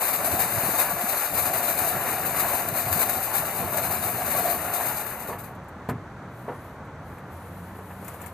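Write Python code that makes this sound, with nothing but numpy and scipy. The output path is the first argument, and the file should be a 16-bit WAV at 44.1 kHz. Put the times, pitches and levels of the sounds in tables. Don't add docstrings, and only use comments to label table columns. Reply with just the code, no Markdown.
import sys
import numpy as np
from scipy import signal
from scipy.fft import rfft, irfft, next_fast_len
from scipy.io import wavfile

SR = 44100
rng = np.random.default_rng(int(sys.argv[2]) if len(sys.argv) > 2 else 0)


def transcribe(u):
    v = np.clip(np.atleast_2d(u).T, -1, 1)
    q = np.round(v * 32767).astype(np.int16)
    wavfile.write(sys.argv[1], SR, q)


N = 367353
TIME = np.arange(N) / SR
FFT_SIZE = next_fast_len(N + SR // 4)
HZ = np.maximum(np.arange(FFT_SIZE // 2 + 1) * SR / FFT_SIZE, 1)


def from_db(db):
    return 10 ** (np.asarray(db) / 20)


def rms_one(x):
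    return x / np.sqrt(np.mean(x ** 2) + 1e-20)


def in_time(rows):
    times, *columns = np.transpose(rows)
    return [np.interp(TIME, times, column) for column in columns]


def in_hz(rows):
    hz, *columns = np.transpose(rows)
    return [np.interp(np.log(HZ), np.log(hz), column) for column in columns]


def tone_filter(db):
    cepstrum = irfft(db * np.log(10) / 20, FFT_SIZE)
    cepstrum[1:FFT_SIZE // 2] *= 2
    cepstrum[FFT_SIZE // 2 + 1:] = 0
    return np.exp(rfft(cepstrum))


def drift(rate_hz):
    step = 40
    r = np.exp(-2 * np.pi * rate_hz * step / SR)
    slow = signal.lfilter([1], [1, -2 * r, r * r], rng.standard_normal(N // step + 2002))[2000:]
    return np.interp(np.arange(N) / step, np.arange(len(slow)), rms_one(slow))


def ring(clicks, hz, t60):
    r, angle = from_db(-60 / (t60 * SR)), 2 * np.pi * hz / SR
    return signal.lfilter([0, np.sin(angle)], [1, -2 * r * np.cos(angle), r * r], clicks + 1e-18)


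def bursts(times, dbs, t60, rise_s, holds=0):
    power = np.zeros(N + SR)
    for s, db, hold in np.broadcast(times, dbs, holds):
        t = np.arange(int((hold + t60) * SR)) / SR
        rise = 1 - np.exp(-t / rise_s)
        fall = from_db(db - 60 * np.maximum(t - hold, 0) / t60)
        start = round(s * SR)
        power[start:start + len(t)] += (rise * fall) ** 2
    return power[:N]


def grains(per_s, spread_db):
    sizes = from_db(spread_db * np.minimum(rng.exponential(1, (2, N)), 5))
    signs = rng.choice([-1, 1], (2, N))
    return rms_one(sizes * signs * (rng.random((2, N)) < per_s / SR))


def struck(ticks, tones, wobble_db, rate_hz, span_s):
    group, rings = rng.integers(0, 8, N), np.zeros((2, N))
    part = slice(*[int(s * SR) for s in span_s])
    for k, (hz, db, t60) in enumerate(tones):
        gain = from_db(db + wobble_db * np.clip(drift(rate_hz), -3, 1.6)) / np.sqrt(t60)
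        hits = gain * ticks * (group == k % 8)
        rings[:, part] += ring(hits[:, part], hz, t60)
    return rings * np.std(ticks) / np.std(rings)


# (frequency [Hz], right minus left [dB], share from other paths [dB], phase shift [rad])
FROM_AROUND = [(60, 0, -35, 0), (350, 0, -33, 0), (900, 0, -18, 0), (2000, 0, -5, .3),
               (2750, -6, -.8, -1.2), (3600, -2, -.8, -1), (4800, 9, -.4, .5), (5600, 8, -.2, .5),
               (6500, -1, -1.5, 0), (9000, -7, -.4, 1), (12000, -17, -.2, 2.8), (14000, -11, -.8, 3)]
# (frequency [Hz], right minus left [dB], share from other paths [dB], phase shift [rad])
FROM_CART = [(60, 2.6, -6, 0), (400, 2.2, -12, 0), (750, .9, -18, 0), (1100, .2, -23, 0), (1800, 0, -25, 0),
             (2300, 0, -17, 0), (2580, -1, -5, -.2), (2750, -3, -1.2, -1.3), (2930, -2.7, -1.6, -2.7),
             (3100, -1.6, -4.5, -3.0), (3290, -.6, -12, -3.14), (3460, -2.5, -1.2, -3.8),
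             (3620, -4.5, -.9, -5.3), (3960, -4.2, -1.6, -6), (4300, -1, -3, -6), (4800, 2, -3.5, -6.2),
             (5200, 2.2, -1.5, -6.4), (5500, 5.5, -.5, -9.4), (5800, 0, -.3, -9.3), (6350, -3, -.1, -7.9),
             (6650, -2.5, -1.2, -6.6), (7900, -3, -.1, -4.6), (9500, -8.5, -.6, -4.4),
             (10900, -8.5, -1, -4.9), (12000, -15, -.2, -3.7), (13400, -9, -1.2, -3.1)]

def microphones(pair, spectrum, direction, dips=()):
    colour = tone_filter(in_hz(spectrum)[0])
    colour /= np.sqrt(np.mean(abs(colour) ** 2))
    right_db, other_db, phase = in_hz(direction)
    for hz, width, db in dips:
        right_db = right_db + db / (1 + (2 * (HZ - hz) / width) ** 2)
    share = from_db(np.minimum(other_db, 0))
    left, other = rfft(pair, FFT_SIZE) * colour
    shifted = np.sqrt(1 - share ** 2) * np.exp(1j * phase) * left
    right = from_db(right_db) * (shifted + share * other)
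    return irfft([left, right], FFT_SIZE)[:, :N]


# (time [s], level [dB])
TRAFFIC_LEVEL = [(0, -69), (1.2, -86), (5.3, -39), (8.33, -41)]
# (frequency [Hz], relative level [dB])
TRAFFIC_SPECTRUM = [(25, -28), (45, -9.5), (90, 1), (170, -2), (340, -9), (860, -9), (1550, -14),
                    (2400, -25), (2800, -29), (4000, -35.5), (5200, -50), (6100, -39), (7600, -40),
                    (8600, -42), (14400, -42.5)]

def traffic():
    level = from_db(in_time(TRAFFIC_LEVEL)[0] + 0.33 * drift(5.4))
    return microphones(level * rng.standard_normal((2, N)), TRAFFIC_SPECTRUM, FROM_AROUND)


# (time [s], firing rate [Hz], level [dB])
ENGINE_RUN = [(6.0, 68, -70), (6.3, 69.1, -60), (6.8, 76.2, -52), (7.3, 88, -52), (7.6, 88.9, -45.5),
              (8.33, 89.1, -52)]

def engine():
    hz, db = in_time(ENGINE_RUN)
    phase = 2 * np.pi * np.cumsum(hz * (1 + .035 * drift(10))) / SR
    low = from_db(2.3 * drift(11)) * np.sin(phase)
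    octave = from_db(-2 + 1.4 * drift(3.5)) * np.sin(2 * phase)
    return np.sqrt(2) * from_db(db) * (low + octave)


def hum(hz=121, start_s=6.2, stop_s=6.55, peak_db=-44):
    progress = np.clip((TIME - start_s) / (stop_s - start_s), 0, 1)
    return from_db(peak_db) * np.sin(np.pi * progress) * np.sin(2 * np.pi * hz * TIME)


# (start [s], length [s], level [dB])
SWISHES = [(6.244, 0.45, -53), (6.967, 0.19, -53.5), (7.223, 0.89, -50), (7.96, 0.19, -47.5),
           (8.154, 0.086, -38.5)]
# (frequency [Hz], relative level [dB])
SWISH_SPECTRUM = [(2500, -3.5), (4000, -13.5), (5300, -24), (7000, -11), (9000, -8.5), (10500, -4.5),
                  (12500, -1), (14200, -0.5)]

def cloth_swishes(rise_s=0.12, t60=0.39):
    stroke = np.zeros(N)
    for start, length, db in SWISHES:
        rise = np.clip((TIME - start) / rise_s, 0, 1) ** 2
        stroke += rise * from_db(db - 60 * np.maximum(TIME - start - length, 0) / t60)
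    rubbing = stroke * from_db(0.83 * drift(15)) * grains(per_s=15000, spread_db=1)
    weave = [(hz, 0, .012) for hz in np.geomspace(9000, 14000, num=16)]
    streaks = from_db(-6) * struck(rubbing, weave, wobble_db=8, rate_hz=8, span_s=(5.5, 9))
    return microphones(rubbing + streaks, SWISH_SPECTRUM, FROM_AROUND)


# (time [s], rough peak level [dB])
CLICK_SPRAYS = [(5.5488, -36), (5.6384, -42), (5.682, -32), (5.8864, -23), (5.894, -20), (6.848, -42),
                (7.1816, -36), (7.9094, -36), (8.0447, -24), (8.079, -16.5), (8.1387, -27), (8.2139, -19),
                (8.2596, -18.5)]
# (frequency [Hz], relative level [dB])
SPRAY_SPECTRUM = [(2500, -3), (4000, -27), (5300, -26), (7000, -5), (9500, -2.5), (10500, -3), (11500, -3),
                  (13000, 7), (14200, 0.5)]

def click_sprays(peak_over_average_db=9.5):
    times, peak_db = np.transpose(CLICK_SPRAYS)
    power = bursts(times, peak_db - peak_over_average_db, t60=0.069, rise_s=.002)
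    clicks = np.sqrt(power) * grains(per_s=10000, spread_db=2.5)
    return microphones(clicks, SPRAY_SPECTRUM, FROM_AROUND)


# (time [s], peak level [dB], middle of the pitch range [Hz])
KNOCKS = [(5.287, -26, 600), (5.295, -23, 955), (5.306, -27, 620), (5.317, -30, 950), (5.3296, -25, 1300),
          (5.347, -26.5, 900), (5.887, -17.5, 142), (5.889, -18.5, 830), (5.89, -32, 3200),
          (5.896, -20.5, 1090), (5.909, -24, 243), (5.924, -37, 210), (6.481, -20.5, 690),
          (6.4858, -30.5, 1300), (6.495, -23.5, 546), (6.518, -28, 800), (6.949, -39, 520),
          (7.181, -39, 1600), (7.299, -36, 91), (7.749, -39, 1500), (7.789, -31, 950), (7.905, -31, 1290),
          (8.026, -31.5, 720), (8.09, -30.5, 1090), (8.144, -31.5, 870), (8.2, -36, 1650),
          (8.237, -32, 1260)]
# (pitch [Hz], relative level [dB], ring time [s])
KNOCK_TONES = [(85, -0.5, 0.2), (132, -27, 0.037), (197, -2, 0.09), (254, 7.5, 0.051), (393, -5, 0.24),
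               (458, 9, 0.026), (683, -4.5, 0.046), (946, -6, 0.1), (1750, -9.5, 0.088)]

def knocks(edge_ratio=1.59, tail_db=-6.5):
    out, click = np.zeros(N + SR), np.zeros(SR // 3)
    click[0] = 1
    t = np.arange(len(click)) / SR
    body = sum(from_db(db) * ring(click, hz, t60) for hz, db, t60 in KNOCK_TONES)
    for s, db, hz in KNOCKS:
        band = signal.butter(2, [hz / edge_ratio, hz * edge_ratio], "band", fs=SR, output="sos")
        muffle = signal.butter(2, 1.5 * edge_ratio * hz, fs=SR, output="sos")
        tail_t60 = 0.18 * (600 / hz) ** 0.57
        fade = from_db(-60 * t / tail_t60) * (1 - np.exp(-t / .0015))
        noise = fade * rng.standard_normal(len(t))
        tail, hit = signal.sosfilt(np.vstack([band, muffle]), [noise, body])
        knock = hit / np.max(abs(hit)) + from_db(tail_db) * tail / np.max(abs(tail))
        start = round(s * SR)
        out[start:start + len(t)] += from_db(db) * knock
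    return out[:N]


# (time [s], peak level [dB], first pitch [Hz], last pitch [Hz], length [s], left minus right [dB])
THUMPS = [(0.313, -28, 85, 90, 0.043, -7), (0.334, -25, 330, 330, 0.013, -5),
          (0.345, -29, 170, 170, 0.013, -2), (.545, -33.5, 154, 152, 0.035, -11),
          (.566, -27, 125, 115, 0.031, -9), (0.633, -23, 190, 190, 0.0074, -2),
          (0.656, -30, 135, 135, 0.023, -2), (0.681, -29, 210, 210, 0.009, -2),
          (0.688, -22, 303, 305, 0.0078, -3), (.918, -32.5, 185, 170, 0.035, -2),
          (1.03, -27.5, 221, 222, .024, -2), (2.719, -27, 143, 138, 0.022, 0),
          (2.858, -25, 99.5, 135, 0.03, -1), (2.895, -27.5, 90, 90, 0.062, 0),
          (2.946, -27, 87, 247, 0.028, -5)]

def thumps():
    out = np.zeros((2, N))
    for s, db, first_hz, last_hz, length, pan_db in THUMPS:
        progress = np.arange(int(length * SR)) / (length * SR)
        hz = first_hz + (last_hz - first_hz) * progress
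        wave = np.sin(np.pi * progress) ** 2 * np.sin(2 * np.pi * np.cumsum(hz) / SR)
        start = round(s * SR)
        out[:, start:start + len(wave)] += from_db(db + pan_db * np.array([[.5], [-.5]])) * wave
    return out


# (time [s], relative level [dB], length of the shaking [s])
JOLTS = [(0.004, -22.0, 0.094), (0.123, -21, 0.029), (0.242, -19.5, 0.014), (0.309, -22, 0.013),
         (0.385, -20.5, 0.039), (0.736, -27, 0.041), (0.778, -17.5, 0.036), (0.869, -32, 0.01),
         (0.891, -24, 0.01), (0.981, -31, 0.017), (1.002, -27, 0.017), (1.08, -21, 0.014),
         (1.119, -23.5, 0.01), (1.158, -24, 0.098), (1.332, -23.5, 0.046), (1.369, -20.5, 0.032),
         (1.418, -22.5, 0.011), (1.447, -19.5, 0.02), (1.528, -22, 0.056), (1.623, -24.5, 0.081),
         (1.675, -22, 0.021), (1.769, -23.5, 0.089), (1.867, -23, 0.023), (2.069, -26, 0.063),
         (2.246, -24.0, 0.026), (2.356, -22.5, 0.046), (2.384, -21, 0.027), (2.466, -27.0, 0.074),
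         (2.529, -27.5, 0.073), (2.674, -41, 0.0092), (2.733, -28.5, 0.01), (2.753, -23, 0.047),
         (2.875, -30, 0.013), (2.912, -24, 0.078), (2.989, -20.5, 0.032), (3.084, -23, 0.01),
         (3.127, -23.5, 0.01), (3.158, -35, 0.014), (3.221, -24.5, 0.019), (3.332, -21, 0.054),
         (3.445, -25, 0.007), (3.543, -28.5, 0.064), (3.717, -27.5, 0.039), (3.766, -20.5, 0.012),
         (3.82, -25, 0.047), (3.903, -23.5, 0.042), (4.017, -25, 0.04), (4.036, -28, 0.064),
         (4.256, -27, 0.01), (4.299, -23, 0.025), (4.36, -22.5, 0.028), (4.44, -27, 0.017),
         (4.489, -23, 0.017), (4.611, -31.5, 0.036), (4.73, -24, 0.037), (4.802, -27, 0.046),
         (4.852, -25, 0.036), (4.943, -32, 0.013), (4.965, -25.5, 0.007), (4.996, -27, 0.007),
         (5.057, -34, 0.077), (5.19, -33.5, 0.035), (5.269, -30, 0.0092), (5.382, -33, 0.002),
         (5.434, -37, 0.0053)]

def jolt_power(gain_db, rise_s):
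    times, db, holds = np.transpose(JOLTS)
    return bursts(times, db + gain_db, t60=0.24, rise_s=rise_s, holds=holds)


# (time [s], level [dB])
CLASHES = [(0.2438, -15), (0.392, -14), (0.400, -12), (0.799, -12), (1.5349, -15), (1.7878, -12),
           (2.686, -13), (2.9262, -7), (3.0145, -11), (3.0288, -9), (3.0944, -11), (3.3393, -16),
           (3.352, -14), (3.7713, -12), (4.7371, -15), (5.0644, -22)]

def clash_power():
    times, db = np.transpose(CLASHES)
    return bursts(times, db, t60=.03, rise_s=.0012)


# (time [s], relative level [dB], pitch [Hz])
FRAME_RING = [(0.0, -52, 730), (0.03, -39, 703), (0.29, -34.5, 699), (0.39, -26, 726), (0.48, -39, 707),
              (1.23, -34.5, 694), (1.27, -41, 713), (1.51, -31, 690), (2.24, -38.5, 723),
              (2.49, -30.5, 697), (2.65, -36.5, 723), (2.71, -38.5, 661), (3.01, -32, 710),
              (3.21, -39.5, 732), (3.48, -37.5, 661), (3.5, -52, 721), (3.65, -31.5, 672), (4.14, -39, 709),
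              (4.21, -27, 714), (4.26, -39.5, 722), (4.46, -26.5, 694), (4.71, -38.5, 708),
              (4.75, -31.5, 696), (5.2, -49, 683)]

def frame_ring(width_hz=55, gain_db=-2, flutter_db=2):
    db, hz = in_time(FRAME_RING)
    phase = 2 * np.pi * np.cumsum(hz) / SR
    smoothing = signal.butter(1, width_hz / 2, fs=SR, output="sos")
    slow = signal.sosfilt(smoothing, rng.standard_normal((2, N)))
    tone = rms_one(slow[0] * np.cos(phase) + slow[1] * np.sin(phase))
    pan_db = np.array([[-.5], [.5]])
    return from_db(db + gain_db + flutter_db * drift(17) + pan_db) * tone


# (time [s], level [dB])
ROAR_LEVEL = [(0, -38), (.3, -36), (.55, -34.5), (.75, -32.5), (1.0, -36.5), (1.25, -36), (1.32, -40),
              (1.4, -38), (1.7, -35), (2.1, -33), (2.25, -35.5), (2.5, -32.5), (2.7, -37), (3.08, -35),
              (3.35, -37.5), (3.7, -36.5), (4.1, -37), (4.35, -34), (4.55, -37.5), (4.8, -34.5),
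              (4.95, -37.5), (5.15, -40), (5.45, -49)]
# (frequency [Hz], relative level [dB])
ROAR_SPECTRUM = [(150, -30), (250, -12.5), (289, -14.5), (383, -9.5), (462, -12.5), (700, -2.5), (917, -7),
                 (1130, -4), (2020, -8.5), (2340, -13), (3000, -12), (3900, -79), (6600, -120)]
# (pitch [Hz], relative level [dB], ring time [s])
FRAME_TONES = [(591, 0.5, 0.092), (781, -1.5, 0.083), (872, -2, 0.12), (1010, 1, 0.013), (1157, -6, 0.14),
               (1420, -3, 0.06), (1683, -4, 0.05), (1840, -4, 0.05), (2286, -3, 0.05)]

def wheel_roar(share_db=-13):
    power = from_db(in_time(ROAR_LEVEL)[0]) ** 2 + jolt_power(share_db, rise_s=0.0053)
    power += from_db(share_db) ** 2 * clash_power()
    grit = np.sqrt(power) * from_db(1.2 * drift(25)) * grains(per_s=6000, spread_db=2)
    frame = from_db(-14) * struck(grit, FRAME_TONES, wobble_db=4.5, rate_hz=12, span_s=(0, 6))
    return microphones(grit + frame, ROAR_SPECTRUM, FROM_CART)


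# (frequency [Hz], relative level [dB])
RUMBLE_SPECTRUM = [(15, -14), (25, -28), (48, -8.5), (92, 4), (236, 1), (288, -3.5), (500, -3),
                   (650, -28.5), (1100, -120)]

def ground_rumble(level_db):
    rumble = from_db(level_db + 2 * drift(16)) * rng.standard_normal((2, N))
    return microphones(rumble, RUMBLE_SPECTRUM, FROM_CART)


# (frequency [Hz], relative level [dB])
BASKET_SPECTRUM = [(1500, -32.5), (2400, -3), (2900, -26), (3400, -12.5), (3800, -6.5), (4300, -7.5),
                   (4800, -12), (5550, -20), (6100, -6), (8000, -3.5), (9500, 2), (11000, 1.5), (12200, 7),
                   (13100, 10.5), (13700, 12.5), (14300, 0.5)]
# (pitch [Hz], relative level [dB], ring time [s])
WIRE_TONES = [(4283, -7, .03), (6670, -12, 0.08), (6480, -9, .08), (9560, -1.5, .03), (10100, 0, .04),
              (13890, -2, 0.04)]
# (frequency [Hz], width [Hz], level change [dB])
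RIGHT_DIPS = [(7030, 500, -8), (8400, 500, -5), (10130, 330, -14), (11420, 330, -11), (12560, 350, -11)]
# (time [s], level change [dB])
PHONE_TURN = [(0, 1), (2.4, -0.5), (5.5, -1.5)]

def basket_rattle(between_jolts_db, ring_cycles=150):
    shake = np.sqrt(from_db(between_jolts_db) ** 2 + jolt_power(gain_db=0.5, rise_s=0.0049))
    clumps = from_db(0.14 * drift(14) + 0.67 * drift(150))
    ticks = shake * clumps * grains(per_s=12000, spread_db=0.5)
    wires = WIRE_TONES + [(hz, -3, ring_cycles / hz) for hz in np.geomspace(2500, 14200, num=30)]
    rings = from_db(-8) * struck(ticks, wires, wobble_db=6.5, rate_hz=14, span_s=(0, 6))
    clashes = np.sqrt(clash_power()) * rng.standard_normal((2, N))
    heard = microphones(ticks + rings + clashes, BASKET_SPECTRUM, FROM_CART, RIGHT_DIPS)
    heard[1] *= from_db(in_time(PHONE_TURN)[0])
    return heard


# (time [s], rattle between jolts [dB], rumble [dB])
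ROLL_LEVELS = [(0.0, -28.5, -48), (0.35, -25, -38), (0.7, -22, -45.5), (0.9, -28.5, -44.5),
               (1.1, -24.5, -48), (1.26, -29, -58), (1.32, -27, -40.5), (1.4, -33, -39.5),
               (1.6, -26.5, -43), (2.0, -26, -40.5), (2.3, -26.5, -39.5), (2.55, -25, -42),
               (2.72, -29, -41.5), (2.9, -25, -39), (3.3, -27, -44), (3.7, -29.5, -38.5),
               (4.15, -27.5, -39), (4.45, -24, -42), (4.62, -29, -44), (4.95, -28, -48), (5.1, -36.5, -57),
               (5.33, -40, -52), (5.47, -72, -57)]

def cart(stop_s=5.76, fade_s=0.41):
    rattle_db, rumble_db = in_time(ROLL_LEVELS)
    rolling = np.clip((stop_s - TIME) / fade_s, 0, 1)
    basket = basket_rattle(rattle_db + 20 * np.log10(rolling + 1e-3))
    wheels = wheel_roar() + frame_ring() + ground_rumble(rumble_db)
    return basket + rolling * wheels


def scene():
    return cart() + traffic() + engine() + hum() + thumps() + cloth_swishes() + click_sprays() + knocks()


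def record(dry):
    bass_cut = signal.butter(2, 40, "high", fs=SR, output="sos")
    treble_cut = signal.ellip(12, .5, 62, 14290, fs=SR, output="sos")
    return signal.sosfilt(treble_cut, signal.sosfilt(bass_cut, dry))


dry = scene()
out = record(dry)
transcribe(out)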